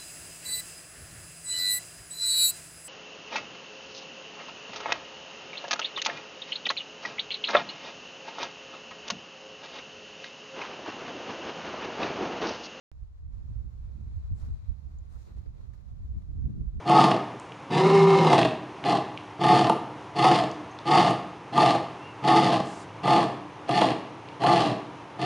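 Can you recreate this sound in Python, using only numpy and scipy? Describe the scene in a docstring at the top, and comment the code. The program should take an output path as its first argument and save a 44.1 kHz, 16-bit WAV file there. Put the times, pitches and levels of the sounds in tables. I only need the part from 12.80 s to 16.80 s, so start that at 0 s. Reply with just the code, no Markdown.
"""Wind rumbles on a hand-held microphone and buffets its left and right openings now and then.
Behind it lies the faint hiss of the open air. The person holding it takes a few soft steps
over grass to the edge of a pond: shoes brush through the blades, crush them and pat the soil,
the bent blades rustle, trouser cloth swishes and a few dry stalks tick."""
import sys
import numpy as np
from scipy import signal
from scipy.fft import rfft, irfft
from scipy.io import wavfile
from scipy.ndimage import uniform_filter1d

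SR = 44100
rng = np.random.default_rng(int(sys.argv[2]) if len(sys.argv) > 2 else 0)


def generate_wav(sig):
    """Save sig (samples, or channels by samples) to the path in sys.argv[1] as 16-bit PCM at SR."""
    pcm = np.round(np.clip(np.atleast_2d(sig).T, -1, 1) * 32767).astype(np.int16)
    wavfile.write(sys.argv[1], SR, pcm)


N = 176400
TIME = np.arange(N) / SR


def from_db(db):
    """Turn decibels into a number to multiply by."""
    return 10 ** (np.asarray(db) / 20)


def rms_one(x):
    """Scale each channel to an average strength (rms) of 1."""
    return x / np.sqrt(np.mean(x ** 2, axis=-1, keepdims=True) + 1e-20)


def over_time(rows):
    """Join rows of (seconds, value) with straight lines."""
    return np.interp(TIME, *np.transpose(rows))


def over_frequency(rows):
    """Join rows of (Hz, value) into a curve across the spectrum."""
    hz, value = np.transpose(rows)
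    return np.interp(np.log(np.arange(N // 2 + 1) * SR / N + 1), np.log(hz), value)


def panned(pan_db):
    """Share a sound between left and right, keeping its total power."""
    gains = from_db(np.array([[.5], [-.5]]) * pan_db)
    return gains / np.sqrt(np.mean(gains ** 2, axis=0))


def drift(hz):
    """A random wander of typical size 1, mostly slower than hz."""
    step, warm_up = 40, 2000
    r = np.exp(-2 * np.pi * hz * step / SR)
    noise = rng.standard_normal(N // step + warm_up + 2)
    slow = signal.lfilter([1], [1, -2 * r, r * r], noise)[warm_up:]
    return np.interp(np.arange(N) / step, np.arange(len(slow)), rms_one(slow))


def coloured(noise, tone, likeness=None):
    """Give stereo noise a tone and a left-right likeness (1 the same, 0 unrelated, -1 opposite)."""
    mid, side = rfft(noise) * from_db(over_frequency(tone))
    alike = 0 if likeness is None else over_frequency(likeness)
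    mid, side = mid * np.sqrt(1 + alike), side * np.sqrt(1 - alike)
    return rms_one(irfft(np.array([mid + side, mid - side]), N))


def turbulence(tone, likeness=None, even_s=0.047, even_share=0.96):
    """Swirling air pressure at the two openings, with its chance swells mostly evened out."""
    pressure = coloured(rng.standard_normal((2, N)), tone, likeness)
    power = uniform_filter1d(np.abs(signal.hilbert(pressure)) ** 2, int(even_s * SR))
    return rms_one(pressure / power ** (even_share / 2))


# Rumble and eddies (small swirls) between buffets. Each row: time in seconds, base level in dB.
RUMBLE_LEFT = [(0.13, -49.5), (0.4, -45), (0.55, -47), (0.65, -40), (0.93, -53.5), (1.19, -49),
               (1.45, -33.5), (1.62, -46.5), (1.76, -34), (1.98, -60.5), (2.12, -42.5), (2.45, -52),
               (2.62, -49), (3.05, -52), (3.3, -46.5), (3.99, -44.5)]
RUMBLE_RIGHT = [(0.13, -44.5), (0.35, -47), (0.6, -36), (0.93, -43), (1.65, -38), (1.78, -46.5),
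                (2.35, -39), (2.51, -49.5), (2.62, -48), (3.05, -40), (3.7, -40.5), (3.99, -37)]
EDDY_LEFT = [(0.13, -70.5), (0.35, -74), (0.51, -57.5), (0.95, -57.5), (1.2, -57), (1.75, -58),
             (1.97, -65.5), (3.08, -62.5), (3.47, -57.5), (3.67, -36), (3.85, -36.5), (3.91, -54)]
EDDY_RIGHT = [(0.13, -58.5), (0.35, -75), (0.55, -45.5), (0.75, -54.5), (1.0, -54), (1.15, -50),
              (1.45, -56.5), (1.6, -45.5), (1.8, -58), (1.97, -54), (3.35, -52.5), (3.72, -37.5),
              (3.84, -39.5), (3.92, -51)]
# Short pushes of wind. Each row: peak time in seconds, rumble level in dB, eddy level in dB,
# width in seconds, left minus right in dB.
WIND_BUFFETS = [(0.229, -37, -61.5, 0.016, -8.5), (0.468, -38.5, -64, 0.032, -3.5),
                (0.705, -34.5, -46.5, 0.017, -2.5), (0.785, -32, -52, 0.035, -9.5),
                (0.864, -36, -47.5, 0.017, -7.5), (1.03, -38.5, -61.5, 0.06, -2),
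                (1.255, -39.5, -50, 0.058, -4), (1.37, -33, -54, 0.024, -9.5),
                (1.525, -28, -42.5, 0.022, -1.5), (1.69, -32, -43, 0.01, 5.5),
                (1.903, -26.5, -46.5, 0.017, -12), (2.06, -37, -54.5, 0.014, -8.5),
                (2.171, -41, -64.5, 0.013, -1), (2.592, -37, -51.5, 0.029, -12),
                (2.686, -37, -58, 0.021, -9.5), (2.902, -37.5, -66, 0.017, -16),
                (3.131, -44.5, -50.5, 0.02, -0.5), (3.24, -36, -51, 0.024, 10),
                (3.308, -32, -64.5, 0.017, -6), (3.368, -32.5, -42.5, 0.023, 9.5),
                (3.588, -33, -43.5, 0.045, -6), (3.653, -26.5, -40, 0.018, -10),
                (3.81, -30.5, -33, 0.0087, -4.5), (3.885, -31, -48, 0.012, -10),
                (3.97, -34, -38.5, 0.031, -1)]
# The tone of each layer. Each row: frequency in Hz, relative level in dB.
RUMBLE_TONE = [(15, -20), (28, -6.5), (45, -3), (65, 3), (90, -7), (125, -14.5), (170, -29), (260, -45.5),
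               (500, -67.5), (1000, -98)]
EDDY_TONE = [(60, -15.5), (90, 2.5), (125, 7), (160, 2.5), (200, -1), (260, -9.5), (340, -15.5),
             (480, -30.5), (800, -47.5), (2000, -76)]
# How alike the eddies are on both sides. Each row: frequency in Hz, likeness from -1 to 1.
EDDY_STEREO = [(100, -0.15), (180, -0.52), (260, -0.66), (450, -0.46)]


def wind():
    """Wind on the microphone: a deep rumble with small eddies above it, both swelling in buffets."""
    rumble_db = np.array([over_time(RUMBLE_LEFT), over_time(RUMBLE_RIGHT)]) + 0.5
    eddy_db = np.array([over_time(EDDY_LEFT), over_time(EDDY_RIGHT)]) - 0.5
    # The levels flutter by about 3 dB and 2 dB.
    rumble_power = from_db(rumble_db + 3 * drift(hz=11)) ** 2
    eddy_power = from_db(eddy_db + 2 * np.array([drift(hz=19), drift(hz=6.5)])) ** 2
    for peak, rumble_peak_db, eddy_peak_db, width, pan_db in WIND_BUFFETS:
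        swell = panned(pan_db) ** 2 * np.exp(-((TIME - peak) / width) ** 2)
        rumble_power += from_db(rumble_peak_db) ** 2 * swell
        eddy_power += from_db(eddy_peak_db) ** 2 * swell
    rumble = np.sqrt(rumble_power) * turbulence(RUMBLE_TONE)
    eddies = np.sqrt(eddy_power) * turbulence(EDDY_TONE, EDDY_STEREO)
    return rumble + eddies


# How loud the air is. Each row: time in seconds, level in dB.
AIR_LEVEL = [(0.12, -70), (0.495, -71.5), (0.53, -66.3), (1.3, -66), (3.0, -66.5), (4.0, -68.5)]
# Its tone. Each row: frequency in Hz, relative level in dB.
AIR_TONE = [(100, 2), (300, 2.5), (600, 4), (1250, -3), (1550, -9), (2500, -13.5), (3150, -17.5),
            (4000, -13.5), (5300, -18.5), (7000, -19), (8250, -28), (9000, -22.5), (10200, -35),
            (11200, -33.5), (12500, -30), (15500, -28.5)]
# How alike its two sides are. Each row: frequency in Hz, likeness from -1 to 1.
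AIR_STEREO = [(100, 0.52), (300, -0.49), (640, -0.73), (1400, -0.35), (3100, -0.18), (7000, -0.044),
              (15000, 0.18)]
# The left side hears more of it. Each row: frequency in Hz, left minus right in dB.
AIR_PAN = [(400, -1.5), (1000, 3), (2200, 8), (4500, 3.5), (8000, 4), (13000, 1)]


def open_air(flutter_db=0.92):
    """The smooth, far hiss of a breeze over water and reeds."""
    hiss = coloured(rng.standard_normal((2, N)), AIR_TONE, AIR_STEREO)
    hiss = irfft(rfft(hiss) * panned(over_frequency(AIR_PAN)), N)
    return from_db(over_time(AIR_LEVEL) + flutter_db * drift(hz=9.2)) * hiss


def rustle(strokes, tone, likeness, flicks_per_s=2000, flick_share=0.6, spread_db=1.5, flutter_db=1):
    """Many tiny flicks of grass blades over a soft rubbing hiss, swelling with each stroke."""
    power = 0
    for start, db, rise_s, hold_s, fade_s, pan_db in strokes:
        rise = np.clip((TIME - start) / rise_s, 0, 1)
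        fade = np.exp(-np.maximum(TIME - start - rise_s - hold_s, 0) / fade_s)
        power = power + (from_db(db) * rise * fade * panned(pan_db)) ** 2
    sizes = from_db(spread_db * np.minimum(rng.exponential(1, (2, N)), 4))
    signs = rng.choice([-1, 1], (2, N))
    flicks = rms_one(sizes * signs * (rng.random((2, N)) < flicks_per_s / SR))
    rubbing = rng.standard_normal((2, N))
    grain = np.sqrt(flick_share) * flicks + np.sqrt(1 - flick_share) * rubbing
    return np.sqrt(power) * from_db(-flutter_db * drift(hz=28)) * coloured(grain, tone, likeness)


# Blades settling. Each row: start in seconds, level in dB, then rise, hold and fade in seconds,
# left minus right in dB.
SETTLES = [(1.0, -74, 0.17, 0.28, 0.3, 4), (1.65, -70.5, 0.034, 0.22, 0.04, 4.5),
           (2.46, -69, 0.022, 0.013, 0.08, 0), (2.7, -73.5, .07, 0.054, 0.093, 6)]
# Their tone. Each row: frequency in Hz, relative level in dB.
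SETTLE_TONE = [(300, 8.5), (1000, 8.5), (1800, -1.5), (2500, 0.5), (3150, -10.5), (4000, 1.5),
               (5300, -11.5), (7000, -11), (9000, -14), (11000, -37), (15500, -31)]
# How alike both sides are, for settling and brushing. Each row: frequency in Hz, likeness from -1 to 1.
GRASS_STEREO = [(200, -0.29), (700, -0.24), (2400, -0.045), (5000, 0.1)]


def settling_blades():
    """Bent blades rustle softly between the steps."""
    return rustle(SETTLES, SETTLE_TONE, GRASS_STEREO)


# Pats on the soil. Each row: start in seconds, level in dB, then rise, hold and fade in seconds,
# left minus right in dB.
PATS = [(1.08, -61, 0.0097, 0.006, 0.025, -1), (2.46, -59, 0.011, 0.039, 0.027, -4.5),
        (2.56, -56, .012, 0.0047, 0.011, 0.5), (2.653, -53.5, 0.0077, 0.0052, 0.012, -1.5),
        (2.73, -64.5, 0.028, 0.045, 0.067, -1), (3.325, -62, 0.0061, .03, 0.019, 5.5)]
# Their tone. Each row: frequency in Hz, relative level in dB.
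PAT_TONE = [(100, -8.5), (250, 7.5), (420, 6), (600, -3), (900, -19.5), (2000, -17.5), (8000, -52)]
# How alike their two sides are. Each row: frequency in Hz, likeness from -1 to 1.
PAT_STEREO = [(150, -0.43), (300, -0.91), (700, -.6), (2000, -0.28)]


def soil_pats():
    """The walker's weight shifts on the soil with dull pats."""
    return rustle(PATS, PAT_TONE, PAT_STEREO)


# Stalks ticking. Each row: start in seconds, level in dB, pitch in Hz, left minus right in dB.
STALK_TICKS = [(1.205, -71, 6400, -10), (1.364, -79, 7000, 3), (2.186, -66, 6770, -4),
               (2.66, -69, 4750, -1), (2.935, -66, 1640, 6)]


def dry_stalks(width_hz=220, rise_s=0.00059, fade_s=0.004):
    """A dry stalk gives way: a short burst of noise that rings at one pitch."""
    ticks = 0
    r = np.exp(-np.pi * width_hz / SR)
    for start, db, hz, pan_db in STALK_TICKS:
        resonance = [1, -2 * r * np.cos(2 * np.pi * hz / SR), r * r]
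        ring = signal.lfilter([1, 0, -1], resonance, rng.standard_normal((2, N)))
        burst = np.clip((TIME - start) / rise_s, 0, 1) * np.exp(-np.abs(TIME - start) / fade_s)
        ticks = ticks + from_db(db) * panned(pan_db) * burst * rms_one(ring)
    return ticks


# Strokes of a shoe. Each row: start in seconds, level in dB, then rise, hold and fade in seconds,
# left minus right in dB.
SHOE_BRUSHES = [(1.3, -80, 0.047, 0.039, .03, 4), (1.535, -65, 0.073, 0.056, 0.03, 4),
                (2.28, -69, 0.058, 0.025, 0.027, 5), (2.365, -67.5, 0.032, 0.075, 0.032, -0.5),
                (2.56, -71, 0.0079, 0.012, 0.046, -5), (2.929, -70, 0.006, 0.0074, 0.018, -3)]
# Their tone. Each row: frequency in Hz, relative level in dB.
BRUSH_TONE = [(150, 5.5), (400, 8.5), (800, -3.5), (1300, -1), (1900, -3), (3100, -10), (4000, -4),
              (5300, -7.5), (7200, -8.5), (8250, -15.5), (9000, -10), (11000, -24.5), (12500, -18),
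              (15500, -18.5)]


def brushing_shoes():
    """A shoe brushes through the blades with a bright rustle."""
    return rustle(SHOE_BRUSHES, BRUSH_TONE, GRASS_STEREO)


# Presses of a sole. Each row: start in seconds, level in dB, then rise, hold and fade in seconds,
# left minus right in dB.
SOLE_CRUSHES = [(1.58, -60.5, 0.046, 0.022, 0.032, 0), (2.31, -59, 0.036, 0.017, 0.022, 1.5),
                (2.43, -66, 0.038, 0.042, 0.037, 0), (2.565, -69, .009, .007, 0.014, -2),
                (2.655, -75, 0.006, 0.008, 0.011, -8), (2.928, -65, 0.012, 0.011, 0.011, -7)]
# Their tone. Each row: frequency in Hz, relative level in dB.
CRUSH_TONE = [(200, 8), (500, -4), (800, 2.5), (1250, 0), (1900, -14.5), (3000, -30), (6000, -44),
              (15000, -24)]
# How alike their two sides are. Each row: frequency in Hz, likeness from -1 to 1.
CRUSH_STEREO = [(200, 0.12), (700, -0.45), (2400, -0.4), (5000, -0.18)]


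def crushing_soles():
    """The sole crushes the grass with a darker rustle."""
    return rustle(SOLE_CRUSHES, CRUSH_TONE, CRUSH_STEREO)


# Swishes of cloth. Each row: peak time in seconds, level in dB, width in seconds,
# pitch at the peak in Hz, left minus right in dB.
CLOTH_SWISHES = [(1.585, -77.5, 0.022, 7400, 5), (2.326, -79.5, .022, 8440, 12),
                 (2.425, -80, .04, 6520, -7)]


def swishing_trousers(half_width_hz=740, fall_octaves_per_s=2.5):
    """Trouser cloth swishes: a narrow, high hiss that sinks in pitch."""
    swishes = 0
    low_pass = signal.butter(2, half_width_hz, fs=SR, output="sos")
    low_noise = signal.sosfilt(low_pass, rng.standard_normal((2, N)))
    for peak, db, width, hz, pan_db in CLOTH_SWISHES:
        pitch = hz * 2 ** (-fall_octaves_per_s * (TIME - peak))
        # Multiplying by a sine wave moves the noise up to that pitch.
        hiss = rms_one(low_noise * np.sin(2 * np.pi * np.cumsum(pitch) / SR))
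        swell = np.exp(-.5 * ((TIME - peak) / width) ** 2)
        swishes = swishes + from_db(db) * panned(pan_db) * swell * hiss
    return swishes


def scene():
    """Wind, open air and the walker, added together."""
    air = wind() + open_air()
    steps = brushing_shoes() + crushing_soles() + soil_pats() + settling_blades()
    return air + steps + dry_stalks() + swishing_trousers()


def record(dry):
    """The microphone opens a moment in, with a faint pop on the right; the highest treble is cut."""
    start_s, fade_s, cutoff_hz = 0.116, 0.004, 15500
    pop_db, pop_rise_s, pop_fade_s = -42.5, 0.00001, 0.0088
    age = np.maximum(TIME - start_s, 0)
    pulse = np.exp(-age / pop_rise_s) - np.exp(-age / pop_fade_s)
    pop = from_db(pop_db) * panned(pan_db=-52) * pulse
    fade_in_out = np.minimum(np.minimum(age, TIME[::-1]) / fade_s, 1)
    low_pass = signal.ellip(10, .1, 70, cutoff_hz, fs=SR, output="sos")
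    return signal.sosfilt(low_pass, dry * fade_in_out + pop)


dry = scene()
out = record(dry)
generate_wav(out)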